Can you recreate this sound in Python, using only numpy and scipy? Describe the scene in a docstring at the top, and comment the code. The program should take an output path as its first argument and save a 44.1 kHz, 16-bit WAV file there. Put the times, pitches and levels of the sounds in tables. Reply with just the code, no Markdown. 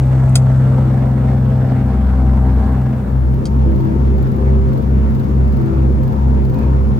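"""Two eight-cylinder piston engines with three-blade propellers drone either side of a small cabin.
Crank-locked sines beat as the speeds, nearly matched at first, drift apart over banded noise roar and side tones.
Damped sines bump the recorder, a switch snaps by ringing modes and noise; resonances lift bands, the roar surges.
Trim ticks as noise bursts; a cross-fade leads to a seat by the other window, where the speeds differ more and
the drone throbs. The switch snaps again, then a low sine hum cuts in twice, each time ending in a dull knock."""
import sys
import numpy as np
from scipy import signal
from scipy.io import wavfile
from scipy.ndimage import uniform_filter1d

SR = 44100
rng = np.random.default_rng(int(sys.argv[2]) if len(sys.argv) > 2 else 0)


def dump(signal):
    """Clip the signal to [-1, 1] and save it as 16-bit WAV at the path in sys.argv[1]."""
    limited = np.clip(np.atleast_2d(signal).T, -1, 1)
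    pcm = np.round(limited * 32767).astype(np.int16)
    wavfile.write(sys.argv[1], SR, pcm)


N = 308259
STEP = 8   # samples between computed points of the engine tones
SIDES = np.array([[1], [-1]])   # left, right


def from_db(db):
    """Logarithmic level: decibels to amplitude gain."""
    return 10 ** (np.asarray(db) / 20)


def rms_one(x):
    """Normalisation: scale to unit rms."""
    return x / np.sqrt(np.mean(x ** 2) + 1e-20)


def in_time(rows, step=1):
    """Linear interpolation: columns of a time table at every step-th sample."""
    s, *columns = np.transpose(rows)
    return [np.interp(np.arange(0, N, step) / SR, s, c) for c in columns]


def at_hz(points, hz):
    """Interpolation on a logarithmic frequency axis: columns of a spectrum table at given frequencies."""
    f, *columns = np.transpose(points)
    return [np.interp(np.log(hz), np.log(f), c) for c in columns]


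def drift(rate_hz, step=1):
    """Low-passed noise: a slow random wander of rms 1, drawn every 64 samples."""
    r = np.exp(-2 * np.pi * rate_hz * 64 / SR)
    settled = 1500     # discard the filter's start
    noise = rng.standard_normal(N // 64 + settled + 2)
    slow = signal.lfilter([1], [1, -2 * r, r * r], noise)[settled:]
    return np.interp(np.arange(0, N, step) / 64, np.arange(len(slow)), rms_one(slow))


def resonate(x, peaks):
    """Modal superposition: parallel two-pole resonances of alternating sign."""
    out = 0
    for k, (hz, width, db) in enumerate(peaks):
        r = np.exp(-np.pi * width / SR)
        poles = [1, -2 * r * np.cos(2 * np.pi * hz / SR), r * r]
        zeros = np.array([1, 0, -1]) * (1 - r * r) / 2
        out = out + (-1) ** k * from_db(db) * signal.lfilter(zeros, poles, x)
    return out


def burst(s, t60):
    """Exponential decay: an envelope that starts at s with a 1.8 ms rise and falls 60 dB in t60 seconds."""
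    out, at = np.zeros(N), round(s * SR)
    age = np.arange(min(N - at, SR // 2)) / SR
    out[at:at + len(age)] = from_db(-60 * age / t60) * np.clip(age / .0018, 0, 1)
    return out


# engine speeds: time_s [s], first_speed [rpm], second_speed [rpm]
FRONT_SPEEDS = [(0, 1299.8, 1298.9), (0.9, 1294.4, 1298.5), (1.8, 1294.8, 1283.8), (2.9, 1301.0, 1277.1)]
WINDOW_SPEEDS = [(3.5, 1293.3, 1337.5), (4.6, 1295.0, 1338.6), (5.8, 1292.1, 1338.0), (7, 1291.2, 1334.5)]
# engine tones before swing and wander: multiple [of the four-stroke cycle rate], first_db [dB], second_db [dB],
# second_ahead [turns], first_left_over_right [dB], second_left_over_right [dB]
FRONT_ENGINE_TONES = [(6, -10, -12.5, 0.53, 2.5, 2.5), (7, -47, -49, 0.87, 3.5, 1.5),
                      (8, -32.5, -34.5, 0.1, 3, 4), (9, -31.5, -22.5, 0.01, 2, 3.5),
                      (10, -35.5, -37, 0.78, 2.5, 12), (11, -48.5, -48.5, 0.24, 2, 2.5),
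                      (12, -19, -13.5, 1, 1, 2), (15, -41.5, -51.5, 0.43, -1, 3.5),
                      (16, -52, -41, 0.18, 8, 2), (17, -43, -50.5, 0.98, -2.5, 2),
                      (18, -33, -22.5, 0.72, 1, 2.2), (19, -42.5, -33.5, 0.27, 5, 2.5),
                      (20, -26.5, -21.5, 0.54, 2, 2), (21, -30, -44, 0.76, 2.5, 5),
                      (22, -32, -32.5, 0.5, 1, -1), (23, -40, -37.5, 0.079, 1.5, -2),
                      (24, -24.5, -33, 0.4, 2, 4)]
# the same columns, then first_left_lead [rad], second_left_lead [rad]
WINDOW_ENGINE_TONES = [(4, -37.5, -41, 0.82, 1, 1.5, 3, -1.5), (6, -16, -12.5, 0.99, -6.5, 2, 0.04, 0.9),
                       (7, -48, -40.5, 0.99, -4, 8.5, 1, 2), (8, -37.5, -34, 0.052, -1, 3, 1, -1),
                       (9, -37, -26, 0.75, -2, 7.5, -1.5, 0.5), (10, -55.5, -37.5, 0.35, 4, 10.5, 6, 2.5),
                       (12, -23.5, -17.5, 0.14, 7.5, 3, 0, 0.17), (15, -32, -36, 0.73, 0.5, 1.5, 1.5, 0),
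                       (17, -38, -41.5, 0.52, 10, -4, 4.5, -1), (18, -28, -48.5, 0.83, 4, -1.5, -0.2, 2),
                       (19, -33, -61.5, 0.34, 0.5, 15.5, 0, -0.5),
                       (20, -22, -37.5, 0.43, 1.5, 8, 0.41, 0.5), (21, -32.5, -37, 0.63, -2, 6.5, 0.5, 0.5),
                       (22, -38, -33, 0.11, -6.5, 0.5, 2, 0.5), (23, -35, -39.5, 0.92, 6, -4.5, 0, 0),
                       (24, -48.5, -40, 0.94, -8, -11.5, 3.5, 1)]
# mean levels of the upper blade overtones: pitch_hz [Hz], first_db [dB], second_db [dB]
FRONT_OVERTONES = [(318, -42, -45), (477, -43, -40.5), (660, -43, -45.5), (980, -47.5, -55),
                   (1250, -56.5, -53.5), (1710, -61, -59), (2280, -71.5, -74)]
WINDOW_OVERTONES = [(309, -40, -32.5), (379, -33.5, -48.5), (515.4, -39.5, -47), (583, -61, -45.5),
                    (740, -50.5, -53.5), (822, -59, -58.5), (872, -50.5, -47.5), (952, -50, -50),
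                    (985, -62.5, -63), (1240, -58.5, -59), (1580, -65.5, -67.5), (1960, -73, -72.5),
                    (2400, -78, -74)]
# the microphone swings through standing waves: time_s [s], blade_tone_db [dB], octave_db [dB], other_tones_db [dB]
MICROPHONE_SWING = [(0, 3.5, 1.5, -7), (0.401, 4, 3, 0), (0.799, -2.5, 1, -2), (1.2, -3, 0, -3.5),
                    (1.6, 0.5, -1, -0.5), (2.0, 1.5, -3, -1.5), (2.4, -4.5, -4.5, -1), (2.9, -0.5, 0, -1.5)]
# no level change: time_s [s], then three levels [dB]
STEADY = [(0, 0, 0, 0), (7, 0, 0, 0)]
# single overtones stand out or sink: multiple [of the cycle rate], start_s [s], end_s [s], boost_db [dB]
OVERTONE_SWELLS = [(60, 0, .6, 6), (42, .55, 1.65, 6), (54, .6, 1.2, 8), (48, .65, 1.65, 7),
                   (72, 1.15, 2.96, 8), (60, 1.9, 2.8, 5), (30, 3.55, 4.05, -9), (30, 5.5, 6, -9),
                   (60, 1.25, 1.65, 9), (30, .45, 1.4, 7), (48, 3.55, 3.82, 8), (48, 4.12, 4.88, 7),
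                   (36, 4.1, 4.5, 3), (36, 4.4, 4.85, 9), (36, 5, 5.9, 3), (36, 6.2, 6.8, 4),
                   (48, 6.4, 6.75, 5)]
SECOND_SWELL = 0.65   # second engine's share of a swell's decibels


def crank_tones(cycles, tones, swing, start_turns, waver_db):
    """Beating: sines locked to each crank interfere as the two engines' speeds differ."""
    blade_db, octave_db, other_db = in_time(swing, step=STEP)
    out = 0
    for order, db_1, db_2, ahead, pan_1, pan_2, *lead in tones:
        # scattered start phases: turns per multiple and per multiple squared
        start = order * start_turns[0] + order ** 2 * start_turns[1]
        place_db = {6: blade_db, 12: octave_db}.get(order, other_db)
        engines = zip(cycles, (db_1, db_2), (0, ahead), (pan_1, pan_2), lead or (0, 0))
        for cycle, db, turns, pan, rad in engines:
            angle = 2 * np.pi * (order * cycle + start + turns) + rad / 2 * SIDES
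            level = db + place_db + pan / 2 * SIDES + waver_db * drift(1.8, step=STEP)
            out = out + from_db(level) * np.cos(angle)
    return out


def blade_overtones(cycles, first_rpm, blades, loose_db, loose_turns):
    """Unsteady blade loading: blades meet uneven air, so overtones wander in level and phase."""
    out, t = 0, np.arange(0, N, STEP) / SR
    for order in range(30, 228, 6):
        swell = sum(db * np.clip(np.minimum(t - a, b - t) / 0.11, 0, 1)
                    for k, a, b, db in OVERTONE_SWELLS if abs(k - order) < 3)
        levels = at_hz(blades, order * first_rpm / 120)
        for cycle, db, boost in zip(cycles, levels, (swell, SECOND_SWELL * swell)):
            wander = loose_turns * np.sqrt(order / 48) * drift(4.27, step=STEP)
            turns = 0.55 * rng.random() + wander + rng.normal(0, 0.07, (2, 1))
            flutter = loose_db * (order / 60) ** 0.33 * drift(6.7, step=STEP)
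            level = db + boost + flutter + 1.6 * SIDES
            out = out + from_db(level) * np.cos(2 * np.pi * (order * cycle + turns))
    return out


def engines(rpm, tones, blades, swing, start_turns, waver_db, loose_db, loose_turns):
    """Harmonic synthesis: integrated speed gives the cycle count that drives every tone of each engine."""
    # a four-stroke cycle takes two turns, hence 120
    cycles = [np.cumsum(v) / 120 * STEP / SR for v in in_time(rpm, step=STEP)]
    drone = crank_tones(cycles, tones, swing, start_turns, waver_db)
    drone = drone + blade_overtones(cycles, rpm[0][1], blades, loose_db, loose_turns)
    full = signal.resample_poly(drone, STEP, 1, axis=1, padtype="antireflect")
    return full[:, :N], np.repeat(cycles, STEP, axis=1)[:, :N]


def firings(cycles, rise_db, uneven_db):
    """Periodic modulation: eight firings a cycle, each a rising ramp in dB with its own random strength."""
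    count = 8 * cycles
    strength = rng.standard_normal((2, 1000))
    own = np.take_along_axis(strength, count.astype(int), axis=1)
    ramp = rise_db * (count % 1 - .5)
    smooth = uniform_filter1d(uneven_db * own + ramp, size=40, axis=1)
    return smooth.sum(axis=0)


# airframe roar before normalisation: pitch_hz [Hz], density_db [relative dB per Hz],
# left_right_likeness [correlation, clipped to -1..1]
FRONT_ROAR_SPECTRUM = [(25.2, -20, 0.99), (70.5, -2.5, 0.99), (137, -12, 0.98), (230, -9, 0.89),
                       (350, -18, 1), (775, -23, 0.17), (1230, -30.5, .45), (1960, -37, 0.24),
                       (2870, -44, 0), (5830, -52, 0.0024), (8100, -51, 0.57), (10500, -67, 0.031),
                       (15500, -75.5, 0.17)]
WINDOW_ROAR_SPECTRUM = [(25, -13.5, 3.8), (64, -17, 2.5), (215, -11.5, 1.1), (302, -17, 0.5),
                        (550, -25, -0.46), (627, -23.5, -0.9), (760, -26.5, -0.75), (980, -29, -0.61),
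                        (1190, -36, -0.42), (1690, -40.5, -0.4), (3270, -53, 0.1), (6700, -60, 0.16),
                        (15100, -85.5, -12.5)]
# front seat's change in the roar bands above 5 kHz: time_s [s], level_db [dB]
FRONT_TREBLE = [(0, 1.5), (.4, 1), (1.2, -4.5), (2, -4.5), (7, -1)]


def roar(spectrum, cycles, treble, firing_db, patchy_db, chop_db, throb_db):
    """Modulated noise: third-octave bands chopped by firings and blade passes and pumped by the beat."""
    out, together, edges = 0, drift(5), 22 * 2 ** np.arange(0, 9.6, 1 / 3)
    white, treble_db = rng.standard_normal((2, 2, N)), in_time(treble)[0]
    blades = 2 * np.pi * 6 * cycles     # three blades, two turns a cycle
    beat = np.cos(blades[1] - blades[0])
    chop = firing_db + chop_db * np.cos(blades).sum(axis=0) + throb_db * beat
    for k, (low, high) in enumerate(zip(edges, edges[1:])):
        band = signal.butter(2, [low, high], "band", fs=SR, output="sos")
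        mid, side = signal.sosfilt(band, white[k % 2])
        db, alike = at_hz(spectrum, np.sqrt(low * high))
        alike = np.clip(alike, -1, 1)
        calm = np.clip(1500 / low, .35, 1)     # the treble stays more even
        patches = patchy_db * (.25 * together + drift(11))
        modulation = calm * (patches + chop * (low > 300))
        gain = from_db(db + treble_db * (low > 5000) + modulation)
        out = out + gain * (np.sqrt(1 + alike) * mid + np.sqrt(1 - alike) * side * SIDES)
    # left-right mean has rms 1 between 600 and 2000 Hz
    band = signal.butter(2, [600, 2000], "band", fs=SR, output="sos")
    middle = signal.sosfilt(band, out.mean(axis=0))
    return out / np.sqrt(np.mean(middle ** 2))


# steady tones: pitch_hz [Hz], front_seat_db [dB], window_seat_db [dB], left_over_right [dB]
STEADY_TONES = [(69.25, -53, -36, 4), (84.7, -36, -43.5, 3.5), (113, -50, -34, 3), (92, -50, -39, 3)]


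def side_tones(front, window):
    """Superposition: steady sines whose levels cross-fade between the seats."""
    t, out = np.arange(N) / SR, 0
    for hz, front_db, window_db, pan_db in STEADY_TONES:
        level = front * from_db(front_db) + window * from_db(window_db)
        sine = np.sin(2 * np.pi * (hz * t + rng.random()))
        out = out + level * from_db(pan_db / 2 * SIDES) * sine
    return out


# dull bumps on the hand-held recorder: start_s [s], pitch_hz [Hz], level_db [dB before decay and pan]
RECORDER_BUMPS = [(.244, 620, -23), (.712, 640, -23), (.719, 1300, -31), (0.735, 1330, -22),
                  (.782, 850, -15), (.829, 880, -29), (2.499, 1000, -31), (6.064, 520, -31)]
BUMP_CYCLES = 18   # to die away by 60 dB


def bumps():
    """Damped oscillation: short thuds, a little to the left."""
    t = np.arange(N) / SR
    out = sum(from_db(db) * burst(s, BUMP_CYCLES / hz) * np.sin(2 * np.pi * hz * (t - s))
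              for s, hz, db in RECORDER_BUMPS)
    return from_db(1.2 * SIDES) * out


# switch snaps and bounces: start_s [s], level_db [dB], top_db [dB], bottom_db [dB], right_port_delay [samples]
SWITCH_SNAPS = [(.293, -45.5, 8, -10, 5), (.3544, -9, 1, -3, 5), (.358, -15, 0, 0, 5),
                (.3655, -26, -4, 2, 5), (3.4546, -24, -6, -8, 1), (3.4585, -30, -12, -8, 1),
                (3.4675, -34, -9, -8, 1)]
# modes of the switch body, low and middle, and its bright crack: pitch_hz [Hz], width_hz [Hz], level_db [relative dB]
LOW_MODES = [(690, 90, -1), (1390, 100, -1), (2000, 120, -4), (2500, 120, -3), (3230, 100, 2),
             (3840, 100, 3)]
BODY_MODES = [(4530, 100, 3), (4850, 110, 1), (5200, 130, 0), (5900, 150, -2), (6600, 200, 0)]
CRACK_BANDS = [(6800, 1500, -11), (8900, 1800, -5), (10500, 580, -15), (14500, 3100, -24)]
CRACK_T60_S, CABIN_T60_S, CABIN_DB = 0.022, 0.075, -17
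MODE_DB = -3   # the body's modes against the crack


def ringing(modes, age):
    """Free vibration: each mode's bandwidth sets its decay time."""
    out = 0
    for hz, width, level in modes:
        decay = burst(0, np.log(1000) / np.pi / width)[:len(age)]
        sine = np.sin(2 * np.pi * (hz * age + rng.random()))
        out = out + from_db(MODE_DB + level) * decay * sine
    return out


def snaps():
    """Impact excitation: a contact rings the body and sprays a crack, with interaural-like port delay and cabin tail."""
    apart = np.array([[[.2]], [[.6]]])     # independent left-right noise in direct sound, tail
    both = rng.standard_normal((2, 1, N)) + apart * rng.standard_normal((2, 2, N))
    bottom, middle, top = (rms_one(resonate(both, p)) for p in (LOW_MODES, BODY_MODES, CRACK_BANDS))
    age, out = np.arange(SR // 10) / SR, 0
    for s, db, top_db, bottom_db, lag in SWITCH_SNAPS:
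        low_ring, ring = ringing(LOW_MODES, age), ringing(BODY_MODES, age)
        room = middle[1] + from_db(top_db) * top[1] + from_db(bottom_db) * bottom[1]
        crack = burst(s, CRACK_T60_S) * from_db(top_db) * top[0]
        sound = crack + from_db(CABIN_DB) * burst(s, CABIN_T60_S) * room
        at = round(s * SR)
        sound[:, at:at + len(age)] += ring + from_db(bottom_db) * low_ring
        out = out + from_db(db) * np.array([sound[0], np.roll(sound[1], lag)])
    return out


# cabin resonances that come and go as the microphone moves:
# start_s [s], end_s [s], pitch_hz [Hz], width_hz [Hz], added_db [dB]
CABIN_RESONANCES = [(0.553, 0.922, 1270, 198, -2.5), (0.676, 0.885, 870, 177, -12),
                    (1.453, 2.0, 1650, 130, -12), (2.05, 2.3, 1480, 120, -4),
                    (2.334, 2.806, 990, 250, -3.5), (2.5, 2.9, 1660, 131, -8), (3.4, 4.143, 920, 126, -11),
                    (5.55, 5.84, 1290, 301, -3.5), (6.056, 6.4, 920, 200, -2.5),
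                    (6.497, 6.75, 990, 260, -2), (6.522, 6.72, 2460, 200, 6)]
RING_EDGE_S = 0.086


def ring_out(x):
    """Room resonance: each adds a filtered band of the drone while the microphone is in it."""
    t, out = np.arange(N) / SR, x.copy()
    for start, end, hz, width, db in CABIN_RESONANCES:
        near = slice(int(start * SR), int(end * SR))
        gate = np.clip(np.minimum(t[near] - start, end - t[near]) / RING_EDGE_S, 0, 1)
        out[:, near] += gate * resonate(x[:, near], [(hz, width, db)])
    return out


# brief swells of the roar: centre_s [s], boost_db [dB]
ROAR_SURGES = [(.76, 1), (1.3, 1.5), (2.62, 1), (5.72, 1), (6.62, 0.5)]
SURGE_S = 0.058   # from the centre to 1/e of the boost


def surges():
    """Gaussian modulation: the roar's level in dB swells briefly."""
    t = np.arange(N) / SR
    return sum(db * np.exp(-((t - s) / SURGE_S) ** 2) for s, db in ROAR_SURGES)


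# loose trim rattles, about one tick a propeller turn:
# first_tick_s [s], ticks [count], turn_s [s], level_db [dB before shaping and spread]
TRIM_RATTLES = [(2.541, 6, .0469, -49), (3.342, 1, .0453, -46), (3.7145, 4, .0453, -45),
                (4.181, 5, .0455, -42), (4.687, 4, .0453, -45), (5.105, 5, .0456, -44.5),
                (5.479, 5, .0454, -42), (6.0337, 3, .0453, -44), (6.452, 5, .0453, -42.5)]
# tick colour: pitch_hz [Hz], width_hz [Hz], level_db [relative dB]
TICK_BANDS = [(2700, 700, -5), (4300, 1000, 1.5), (7500, 730, -6), (13100, 690, 4.5), (15300, 1200, -5)]
RATTLE_EDGE_DB, RATTLE_UNEVEN_DB = 6, 2   # drop one place beyond the end ticks; tick-to-tick spread


def trim():
    """Repeated impacts: runs of tiny bright noise ticks that swell and fade."""
    hits, uneven = 0, rng.standard_normal((len(TRIM_RATTLES), 8))
    for (s, ticks, turn, db), own in zip(TRIM_RATTLES, uneven):
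        for k, place in enumerate(np.linspace(-1, 1, round(ticks) + 2)[1:-1]):
            level = db - RATTLE_EDGE_DB * place ** 2 + RATTLE_UNEVEN_DB * own[k]
            hits = hits + from_db(level) * burst(s + k * turn - .002, 0.044)     # rise starts 2 ms early
    return hits * rms_one(resonate(rng.standard_normal((2, N)), TICK_BANDS))


# hums that cut in and out: start_s [s], end_s [s], pitch_hz [Hz], level_db [dB before pan]
LOW_HUMS = [(3.65, 3.97, 327.5, -20.5), (5.58, 5.915, 329.7, -21)]
KNOCK_HZ, KNOCK_DB, KNOCK_BEFORE_S = 372, -16.5, 0.012   # starts this long before the hum's end
KNOCK_HISS_DB, KNOCK_HISS_T60_S = -56, .06


def hums():
    """Gated oscillation: a sine cuts in and out, ending in a damped knock and a short puff of hiss."""
    t, out = np.arange(N) / SR, 0
    for on, off, hz, db in LOW_HUMS:
        gate = np.clip(np.minimum(t - on, off - t) / 0.02, 0, 1)
        out = out + gate * from_db(db + 0.9 * SIDES) * np.sin(2 * np.pi * hz * t - 0.5 * SIDES)
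        knock = off - KNOCK_BEFORE_S
        out = out + from_db(KNOCK_DB) * burst(knock, 0.13) * np.sin(2 * np.pi * KNOCK_HZ * (t - knock))
        puff = resonate(rng.standard_normal((2, N)), [(2500, 1200, 0.), (6000, 2000, -2)])
        out = out + from_db(KNOCK_HISS_DB) * burst(knock - .015, KNOCK_HISS_T60_S) * rms_one(puff)
    return out


FADE_FROM_S, FADE_TO_S = 2.75, 3.585   # straight cross-fade from the front seat to the window seat
FRONT_ROAR_DB, WINDOW_ROAR_DB = -36.5, -40   # 600 to 2000 Hz, before surges and pan


def scene():
    """Superposition: two seats cross-faded, plus the small sounds."""
    window = np.clip((np.arange(N) / SR - FADE_FROM_S) / (FADE_TO_S - FADE_FROM_S), 0, 1)
    front = 1 - window
    surge_db = surges()
    drone_1, cycles_1 = engines(FRONT_SPEEDS, FRONT_ENGINE_TONES, FRONT_OVERTONES, MICROPHONE_SWING,
                                start_turns=(0, .3679), waver_db=.6, loose_db=3, loose_turns=.1)
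    drone_2, cycles_2 = engines(WINDOW_SPEEDS, WINDOW_ENGINE_TONES, WINDOW_OVERTONES, STEADY,
                                start_turns=(.109, .3608), waver_db=0.62, loose_db=3.5, loose_turns=0.091)
    firing_1 = firings(cycles_1, rise_db=1.0, uneven_db=1.73)
    firing_2 = firings(cycles_2, rise_db=1.7, uneven_db=0.7)
    roar_1 = roar(FRONT_ROAR_SPECTRUM, cycles_1, FRONT_TREBLE, firing_1,
                  patchy_db=2.5, chop_db=-0.5, throb_db=0.6)
    roar_2 = roar(WINDOW_ROAR_SPECTRUM, cycles_2, STEADY, firing_2,
                  patchy_db=2.0, chop_db=-0.7, throb_db=0.5)
    seat_1 = drone_1 + roar_1 * from_db(FRONT_ROAR_DB + surge_db + 0.23 * SIDES)
    seat_2 = drone_2 + roar_2 * from_db(WINDOW_ROAR_DB + surge_db + 0.72 * SIDES)
    drone = ring_out(front * seat_1 + window * seat_2)
    return drone + side_tones(front, window) + bumps() + snaps() + trim() + hums()


HISS_DB = -54.5   # rms before its high-pass
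CUTOFF_HZ = 16300


def record(dry):
    """Band limiting and soft saturation: bright hiss is added, deep bass dropped, peaks rounded, the top cut."""
    bright = signal.butter(2, 8000, "high", fs=SR, output="sos")
    hiss = signal.sosfilt(bright, rng.standard_normal(dry.shape))
    bass_cut = signal.butter(2, 30, "high", fs=SR, output="sos")
    thin = signal.sosfilt(bass_cut, dry + from_db(HISS_DB) * hiss)
    rounded = 1.15 * np.tanh(thin / 1.15)
    return signal.sosfilt(signal.cheby2(20, 70, CUTOFF_HZ, fs=SR, output="sos"), rounded)


dry = scene()
out = record(dry)
dump(out)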